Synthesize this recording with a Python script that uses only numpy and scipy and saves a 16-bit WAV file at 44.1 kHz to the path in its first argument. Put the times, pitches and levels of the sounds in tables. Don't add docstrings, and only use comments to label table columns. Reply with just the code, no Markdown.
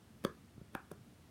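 import sys
import numpy as np
from scipy import signal
from scipy.fft import rfft, irfft, next_fast_len
from scipy.io import wavfile

SR = 44100
rng = np.random.default_rng(int(sys.argv[2]) if len(sys.argv) > 2 else 0)


def store_pcm(level_fs):
    pcm = np.round(np.clip(level_fs, -1, 1) * 32767).astype(np.int16)
    wavfile.write(sys.argv[1], SR, np.atleast_2d(pcm).T)


N = 57330
TIME_S = np.arange(N) / SR


def amp(db):
    return 10 ** (np.asarray(db) / 20)


def along(points, hz):
    point_hz, values = np.transpose(points)
    return np.interp(np.log(hz + 1), np.log(point_hz + 1), values)


def filtered(x, response):
    size = next_fast_len(N + SR // 2)
    return irfft(rfft(x, size) * response(np.fft.rfftfreq(size, 1 / SR)), size)[:N]


def noise(colour):
    x = filtered(rng.standard_normal(N), lambda hz: amp(along(colour, hz)))
    return x / np.std(x)


def pulse(peak_s, rise_ms, fall_ms):
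    ms = (TIME_S - peak_s) * 1000
    return np.exp(-np.abs(ms) / np.where(ms < 0, rise_ms, fall_ms))


def rubber_ring(start_s, modes, pitch_ratio=1):
    age_s = np.maximum(TIME_S - start_s, 0)
    out = np.zeros(N)
    for k, (hz, db, swell_ms) in enumerate(modes):
        swell = 1000 * age_s / swell_ms
        envelope = amp(db) * swell * np.exp(1 - swell)
        out += (-1) ** k * envelope * np.sin(2 * np.pi * hz * pitch_ratio * age_s)
    return out


# (frequency [Hz], relative density [dB])
RUMBLE_COLOUR = [(15, -54), (25, -21.5), (84, 3), (153, -4.5), (195, -2), (270, -6.5), (317, -8),
                 (531, -17), (659, -15.5), (962, -21), (1290, -19.5), (1840, -23), (3620, -26.5),
                 (7510, -31.5), (8590, -30), (14800, -36.5), (16000, -39)]


def room_rumble(rms_db=-62):
    return amp(rms_db) * noise(RUMBLE_COLOUR)


# (time [s], level [dB])
RUB_LEVELS = [(0, -71.5), (.2, -63), (.36, -62.5), (.5, -72), (.68, -72), (.88, -70), (1.052, -63.5),
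              (1.2, -68), (1.3, -66)]
# (frequency [Hz], relative density [dB])
RUB_COLOUR = [(40, -16), (95, 0), (220, 0), (380, -16), (700, -25.5), (2000, -31), (8000, -37.5)]


def hand_rub():
    level_db = np.interp(TIME_S, *np.transpose(RUB_LEVELS))
    return amp(level_db) * noise(RUB_COLOUR)


# (frequency [Hz], relative level [dB], swell [ms])
SHEET_MODES = [(153, -3, 3.34), (290, -5.5, 0.91), (508, -11, 1.15), (1450, -24, .8)]
# (time [s], gain [dB], pitch [ratio])
BUMPS = [(.2390, -41, 1.33), (0.5781, -41, 0.86), (0.613, -42.5, 1.04), (0.7343, -51.5, 1.48),
         (.993, -56, 1), (1.106, -61.5, 1.27)]


def finger_bumps():
    return sum(amp(db) * rubber_ring(start_s, SHEET_MODES, ratio) for start_s, db, ratio in BUMPS)


# (time [s], relative level [dB], rise [ms], fall [ms])
SLIPS = [(.2401, -47.5, .25, .75), (.2480, -41.5, .45, 1.2), (.2499, -40.5, .5, 1.3), (.7335, -65, .5, 1.0),
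         (.7479, -62, .4, 1.0), (.7504, -43, .3, .8), (.9142, -55, .5, 1.2), (.9174, -50, .35, 1.1)]
# (frequency [Hz], relative density [dB])
SLIP_COLOUR = [(300, -2.5), (2000, 1), (3600, -16.5), (6000, -6.5), (7400, -18), (8500, 0), (9600, -8.5),
               (11000, 3), (12800, -13.5), (14500, -1.5), (16000, -17)]


def fingertip_slips(gain_db=1.5):
    envelope = sum(amp(db) * pulse(peak_s, rise_ms, fall_ms) for peak_s, db, rise_ms, fall_ms in SLIPS)
    return amp(gain_db) * envelope * noise(SLIP_COLOUR)


# (frequency [Hz], relative density [dB])
SQUEEZE_COLOUR = [(30, -35), (100, -8), (420, 4), (750, -5), (1400, -2), (3500, -11), (10000, -26)]


def squeeze(snap_s, snap_peak, relative_db=-27):
    press = pulse(snap_s, rise_ms=6.7, fall_ms=4.9)
    return amp(relative_db) * snap_peak * press * noise(SQUEEZE_COLOUR)


# (frequency [Hz], relative level [dB], swell [ms])
FIRM_DOME = [(189, -26.5, 2.02), (382, -26, 1.5), (550.3, -31.5, 2.85), (1180, -30, 1.23),
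             (1653, -37.5, 1.2), (2150, -44, 0.63), (3397, -33.5, 0.73), (4580, -40, 0.55),
             (6220, -39.5, 0.26)]
TIGHT_DOME = [(163, -37.5, 1.2), (289, -33.5, 1.58), (561, -45, 3.1), (768, -43.5, 5), (925, -38, 1.14),
              (1440, -31.5, 0.66), (1708, -39, 1.07), (2440, -39.5, 0.67), (3380, -46.5, 0.47)]
SLACK_DOME = [(173, -43.5, 4.8), (394, -38.5, 1.97), (591, -49.5, 3.8), (742, -53.5, 3.5), (1100, -46, 0.5),
              (1380, -47, 0.91), (1720, -74, 1.4), (3500, -58.5, 0.73)]
# (time [s], dome modes, gain [dB], send to rebound and room [dB])
POPS = [(0.2488, FIRM_DOME, -0.5, -1.5), (0.7506, TIGHT_DOME, -0.5, 0.5), (0.9144, SLACK_DOME, -1, -1)]


def dome_pops():
    out = np.zeros(N)
    for snap_s, modes, gain_db, send_db in POPS:
        snap = amp(gain_db) * rubber_ring(snap_s, modes)
        out += squeeze(snap_s, np.abs(snap).max()) + snap + amp(send_db) * rebound_and_room(snap)
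    return out


# (delay [s], relative level [dB])
EARLY_REPEATS = [(.0056, -17), (.0178, -12), (.0242, -22)]
# (frequency [Hz], T60 [s])
TAIL_T60 = [(200, .2), (550, .2), (1400, .23), (3700, 0.22), (12000, .15)]
# (frequency [Hz], gain [dB])
RETURN_COLOUR = [(80, -1), (200, -17), (380, -5), (520, -9.5), (750, -6), (1300, -2), (2200, -3),
                 (3500, -13.5), (6000, -8), (9000, -11), (16000, -16)]


def rebound_and_room(x, tail_db=-5, tail_delay_s=0.0029, tail_rise_s=0.0074):
    def repeat_response(hz):
        return sum(amp(db) * np.exp(-2j * np.pi * hz * delay_s) for delay_s, db in EARLY_REPEATS)

    band_hz, frame_s, spectra = signal.stft(rng.standard_normal(SR // 2), SR, nperseg=256)
    decay = amp(-60 * frame_s / along(TAIL_T60, band_hz)[:, None])
    tail = signal.istft(spectra * decay, SR)[1]
    age_s = np.maximum(np.arange(len(tail)) / SR - tail_delay_s, 0)
    tail *= 1 - np.exp(-age_s / tail_rise_s)
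    diffuse = signal.fftconvolve(x, tail / np.linalg.norm(tail))[:N]
    returns = amp(tail_db) * diffuse + filtered(x, repeat_response)
    return filtered(returns, lambda hz: amp(along(RETURN_COLOUR, hz)))


def scene():
    fingers = fingertip_slips() + finger_bumps()
    return (dome_pops() + fingers + rebound_and_room(fingers) + room_rumble() + hand_rub())[None]


LOW_CUT_HZ, BAND_LIMIT_HZ = 34, 16200


def record(dry):
    low_cut = signal.butter(2, LOW_CUT_HZ, 'high', fs=SR, output='sos')
    thinned = signal.sosfilt(low_cut, dry[0])
    return filtered(thinned, lambda hz: hz < BAND_LIMIT_HZ)[None]


dry = scene()
out = record(dry)
store_pcm(out)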